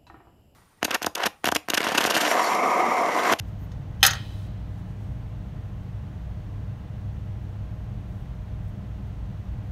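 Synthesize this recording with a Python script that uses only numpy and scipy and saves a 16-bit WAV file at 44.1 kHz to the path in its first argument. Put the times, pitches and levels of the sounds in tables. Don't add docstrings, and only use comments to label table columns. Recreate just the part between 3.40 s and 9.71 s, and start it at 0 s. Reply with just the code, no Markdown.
import sys
import numpy as np
from scipy import signal
from scipy.fft import rfft, irfft
from scipy.io import wavfile

SR = 44100
rng = np.random.default_rng(int(sys.argv[2]) if len(sys.argv) > 2 else 0)


def gain_from_db(level_db):
    decades = np.asarray(level_db, float) / 20
    return 10 ** decades


def bounce(signal):
    frames = np.transpose(np.atleast_2d(signal))
    limited = np.clip(frames, -1, 1)
    pcm = np.round(limited * 32767).astype(np.int16)
    wavfile.write(sys.argv[1], SR, pcm)


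N = 278271

# pitch_hz, level_db per Hz
RUMBLE = [(15, -38.5), (26, -6.5), (48, -3), (63, -1.5), (75, -5), (90, -5.5), (108, -2), (135, -6),
          (150, -9.5), (188, -11), (207, -11.5), (225, -23.5), (293, -19), (330, -26.5), (450, -30.5),
          (580, -62.5), (990, -120)]
# pitch_hz, level_db per Hz
DUCT_AIR = [(260, -34), (450, -7), (578, -8.5), (630, -5), (658, -11), (809, -6.5), (946, -10.5),
            (2000, -17.5), (2600, -46), (4400, -120)]
# pitch_hz, level_db per Hz
HISS = [(1180, -30.5), (2000, -3), (2900, -2.5), (4140, -9), (4700, -11.5), (4900, -15), (5300, -13),
        (6400, -13.5), (7600, -19.5), (8600, -19), (10000, -22), (10450, -29.5), (10900, -23), (15900, -24)]
# pitch_hz, level_db (rms)
MACHINE_TONES = [(100.1, -38.5), (200.2, -57), (500.3, -65.5), (600, -76), (619.2, -62), (700.5, -67),
                 (719, -68.5), (821, -73), (900.5, -77.5), (1038, -70), (1599, -76), (10799, -101)]
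# pitch_hz, width_hz, level_db (rms)
FANS = [(40.38, 2.6, -52), (59.85, 7.74, -41.5), (123.34, 14, -45), (177.6, 16, -51.5)]
# pitch_hz, width_hz, level_db (rms)
LAMP_WHISTLE = (12735, 480, -83.5)
RUMBLE_DB, DUCT_AIR_DB, HISS_DB = -35.5, -55.24, -63.26

# start_s, length_s, final level_db, swell_db
RUBS = [
    (.006, .084, -70, 24),
    (.16, .08, -75, 8),
    (.597, .025, -72, 3),
    (.745, .025, -63, -8),
    (.77, 0.3, -68, -3.5),
    (1.22, 0.18, -72, 17),
    (1.46, .05, -72, 10),
    (1.57, 0.077, -72, 7),
    (1.66, 0.12, -81, -4),
]
# pitch_hz, level_db per Hz
SKIN = [(3000, -11), (5000, 4.5), (9000, 0), (14000, -3), (16000, -7)]
# start_s, length_s, final level_db, swell_db
CREAKS = [
    (.025, .06, -77, 8),
    (.09, .07, -86, -4),
    (.185, .06, -67, 8),
]
# pitch_hz, width_hz, level_db
CREAK_BANDS = [(6560, 500, -4), (11777, 400, -3), (13860, 350, 2), (15000, 900, -2)]
# start_s, length_s, final level_db, swell_db
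PALM_TURNS = [(3.59, .024, -81, 12), (3.9, 0.023, -82, 14), (3.97, .164, -87, 11), (4.59, .01, -84, 14),
              (4.435, .006, -80, 3), (4.68, .145, -78, 3), (5.2, 0.099, -75, 17), (5.33, .024, -83, 8),
              (5.665, .006, -79, 3), (6.234, .036, -80, 13), (6.29, .02, -79, 10)]
# pitch_hz, level_db per Hz
PALM = [(5000, -10), (8000, 1), (11000, 0), (14000, 1.5), (16000, 2)]
LET_GO_DB_PER_S, TOUCH_DB_PER_S = 600, 1500
# time_s, level_db
SLIP = [
    (.61, -62),
    (.619, -51),
    (.625, -47),
    (.6293, -40),
]

# time_s, case drive_db, lid drive_db, contact softness_db
BLOWS = [(0.3168, -41, -45, 12), (.6063, -43, -49, 7), (0.6291, -1.5, -10, 8), (.6328, -11, -13.5, 4),
         (0.6357, -16.5, -15, 10), (.638, -7, -19, 2.5), (.6497, -6, -12.5, 10.5), (.6532, -23, -17, 16),
         (0.6636, -16, -7, 4.5), (0.6669, -18, -17, 5), (0.6713, -23, -16.5, 7), (0.6796, -16, -31.5, 9.5),
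         (.686, -21.5, -29.5, 21), (.7025, -28, -23, 17), (.7078, -23.5, -21, 15), (0.7114, -30, -23.5, 16),
         (0.7332, -23, -27, 13), (.752, -29, -37, 21)]
# pitch_hz, level_db, t60_s
CASE = [(530, -26.5, 0.02), (781.7, -26.5, 0.044), (1423, -21, .03), (1560, -18.5, .04), (1870, -15.5, .04),
        (2450, -15, .045), (2620, -16.5, 0.079), (2918, -12, .03), (3120, 0, .007), (3590, -3.5, .012),
        (3910, -12.5, .035), (4186, -12, 0.038)]
# pitch_hz, level_db, t60_s
LID = [(4650, -13, .04), (5130, -10, .04), (5330, -13, .045), (6023, -7, .04), (6055, -6, .035),
       (6300, -14, .045), (6480, -12, .05), (6605, -8.5, .045), (7745, -8, .03), (8027, -12, .035),
       (8660, -9, .035), (9215, -14, .04), (9570, -20, .035), (10435, -7, .033), (10930, -14, .03),
       (11255, -8, .035), (11700, -13, .04), (11900, -18, .03), (13495, -8, .033), (14020, -2.5, .032),
       (14540, -14, .03)]
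# pitch_hz, level_db, t60_s
SINGING = [(5200, -50, .6), (5170, -51, .5), (6024, -50, .6), (6492, -50, .5), (6600, -46, .5),
           (8656, -46, .6), (10435, -52, .3), (11230, -42, .35), (14020, -56, .3)]
# pitch_hz, level_db, t60_s
THUMP = (240, -50, .08)
PART_EDGES_HZ = [350, 2200, 4500, 7200, 12500, 16000]
PART_DB = [11, 0.5, 0.49, 1.997, 5.5]
THUD_DB, THUD_PER_SOFT = -7, 0.3508
MID_LOSS, TOP_LOSS = 1.01, 1.198
RING_PER_DRIVE = .3
HELD_DB = -2.5

# pitch_hz, level_db, t60_s
RATTLE = [(356.5, -36.5, 0.2192), (550, -28, 0.29), (1000, -20.5, .2), (2000, -16, 0.22), (4002, -18, 0.24),
          (5618, -14, 0.11), (8000, -20, 0.11), (12510, -16.5, .08), (15000, -16.5, .1)]
# pitch_hz, level_db, t60_s
ECHO = [(350.4, -56.5, .6), (1000, -52.5, 0.88), (1998.5, -49.5, .9), (3402, -44.5, 1.1),
        (4302, -48.5, 1.2), (5600, -54.5, 0.53), (8000, -60.5, .4), (15010, -62, 0.27)]


def rms_one(x):
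    return x / np.sqrt(np.mean(x ** 2) + 1e-20)


def coloured(spectrum):
    hz, db = np.transpose(spectrum)
    axis = np.log(np.arange(N // 2 + 1) * SR / N + 1)
    gain = gain_from_db(np.interp(axis, np.log(hz), db, left=-200, right=-200))
    return rms_one(irfft(gain * rfft(rng.standard_normal(N)), N))


def narrow(hz, width_hz):
    r = np.exp(-np.pi * width_hz / SR)
    poles = [1, -2 * r * np.cos(2 * np.pi * hz / SR), r * r]
    once = signal.lfilter([1, 0, -1], poles, rng.standard_normal(N + SR))
    twice = signal.lfilter([1, 0, -1], poles, once)
    return rms_one(twice[SR:])


def background():
    t = np.arange(N) / SR
    hum = sum(gain_from_db(db + 3) * np.sin(2 * np.pi * (hz * t + rng.random())) for hz, db in MACHINE_TONES)
    fans = sum(gain_from_db(db) * narrow(hz, width_hz) for hz, width_hz, db in FANS + [LAMP_WHISTLE])
    rumble = gain_from_db(RUMBLE_DB) * coloured(RUMBLE)
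    air = gain_from_db(DUCT_AIR_DB) * coloured(DUCT_AIR) + gain_from_db(HISS_DB) * coloured(HISS)
    return rumble + air + hum + fans


def strokes(rows):
    t = np.arange(N) / SR
    power = 0
    for start, length, db, swell_db in rows:
        late = t - start
        shape = db - swell_db * (1 - np.clip(late / length, 0, 1))
        shape = shape + TOUCH_DB_PER_S * np.minimum(late, 0)
        shape = shape - LET_GO_DB_PER_S * np.maximum(late - length, 0)
        power = power + gain_from_db(2 * np.maximum(shape, -200))
    return np.sqrt(power)


def skin_grain():
    return gain_from_db(1.7 * rng.standard_normal(N // 32 + 1)).repeat(32)[:N]


def finger_rubs():
    return strokes(RUBS) * gain_from_db(1.5) * rms_one(skin_grain() * coloured(SKIN))


def hinge_creak():
    creak = rms_one(sum(gain_from_db(db) * narrow(hz, width_hz) for hz, width_hz, db in CREAK_BANDS))
    return strokes(CREAKS) * gain_from_db(2.5) * creak


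def ring(force, hz, t60):
    r = gain_from_db(-60 / (t60 * SR))
    w = 2 * np.pi * hz / SR
    return signal.lfilter([0, np.sin(w)], [1, -2 * r * np.cos(w), r * r], force + 1e-18)


def snap():
    size = SR + SR // 2
    s, case_db, lid_db, soft_db = np.transpose(BLOWS)
    thud_db = case_db + THUD_DB + THUD_PER_SOFT * soft_db
    lid_mid_db = lid_db - MID_LOSS * soft_db
    lid_top_db = lid_db - TOP_LOSS * soft_db
    drive_db = PART_DB + np.transpose([thud_db, case_db, lid_db, lid_mid_db, lid_top_db])
    light_db = RING_PER_DRIVE * np.minimum(np.maximum(case_db, lid_db) + 15, 0)

    at = np.round(s * SR).astype(int)
    age = np.arange(200) / SR
    chatter = rng.standard_normal((len(at), len(age))) * gain_from_db(-20 - 60 * age / .005)
    chatter[:, 0] = 1

    def force(blow_db):
        train = np.zeros(size)
        for i, burst, db in zip(at, chatter, blow_db):
            train[i:i + len(age)] += gain_from_db(db) * burst
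        return train

    modes = CASE + LID + [(hz, db + HELD_DB, t60) for hz, db, t60 in SINGING]
    contact_db = 1.7 * rng.standard_normal((len(at), len(modes)))
    hz, thump_db, t60 = THUMP
    rings = ring(force(drive_db[:, 0] + thump_db), hz, t60)
    for k, (hz, mode_db, t60) in enumerate(modes):
        part = np.searchsorted(PART_EDGES_HZ, hz) - 1
        blow_db = drive_db[:, part] + light_db + mode_db + contact_db[:, k]
        rings = rings + (-1) ** k * ring(force(blow_db), hz, t60)

    crack = 0
    for part, db in enumerate((5.94, 7.1, 5.4, 4, 4.01)):
        band = signal.butter(2, PART_EDGES_HZ[part:part + 2], "band", fs=SR, output="sos")
        crack = crack + signal.sosfilt(band, force(drive_db[:, part] + db))
    return rings, crack


def dying_noise(table):
    age = np.arange(SR // 2 + SR // 4) / SR
    table_hz, table_db, table_t60 = np.transpose(table)
    edges = 300 * 2 ** np.arange(0, 6.1, .5)
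    tail = 0
    for low, high in zip(edges, edges[1:]):
        centre = np.log(low * high) / 2
        db = np.interp(centre, np.log(table_hz), table_db)
        t60 = np.interp(centre, np.log(table_hz), table_t60)
        band = signal.butter(2, [low, high], "band", fs=SR, output="sos")
        noise = signal.sosfilt(band, rng.standard_normal(len(age)))
        tail = tail + noise * gain_from_db(db - 60 * age / t60)
    return tail * np.clip(age / .002, 0, 1)


def shop(rings, crack):
    rattle = signal.fftconvolve(crack, dying_noise(RATTLE))
    echo = signal.fftconvolve(crack + gain_from_db(-11.5) * rings, dying_noise(ECHO))
    heard = rings + gain_from_db(-7.0) * crack + (rattle + echo)[:len(rings)]
    port = signal.cheby2(4, 30, 16600, fs=SR, output="sos")
    return signal.sosfilt(port, heard)


def spring_whine():
    s, db = np.transpose(SLIP)
    t = np.arange(N) / SR
    gain = gain_from_db(np.interp(t, s, db, left=-150, right=-150))
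    phase = 2 * np.pi * 3090 * t
    return gain * (np.sin(phase) + .3 * np.sin(1.95 * phase))


def palm_turns():
    return strokes(PALM_TURNS) * gain_from_db(3.5) * rms_one(skin_grain() * coloured(PALM))


def scene():
    hand = finger_rubs() + hinge_creak() + spring_whine() + palm_turns()
    lighter = shop(*snap())
    mix = background() + hand + np.pad(lighter, (0, N - len(lighter)))
    return mix[None]


def band_limit(x):
    return signal.sosfilt(signal.butter(12, 16570, fs=SR, output="sos"), x)


def record(dry):
    soft = 1.05 * np.tanh(dry / 1.05)
    low_cut = signal.butter(8, 33, "high", fs=SR, output="sos")
    top_cut = signal.ellip(12, .3, 45, 15750, fs=SR, output="sos")
    finished = signal.sosfilt(top_cut, signal.sosfilt(low_cut, soft))
    return band_limit(finished)


dry = scene()
out = record(dry)
bounce(out)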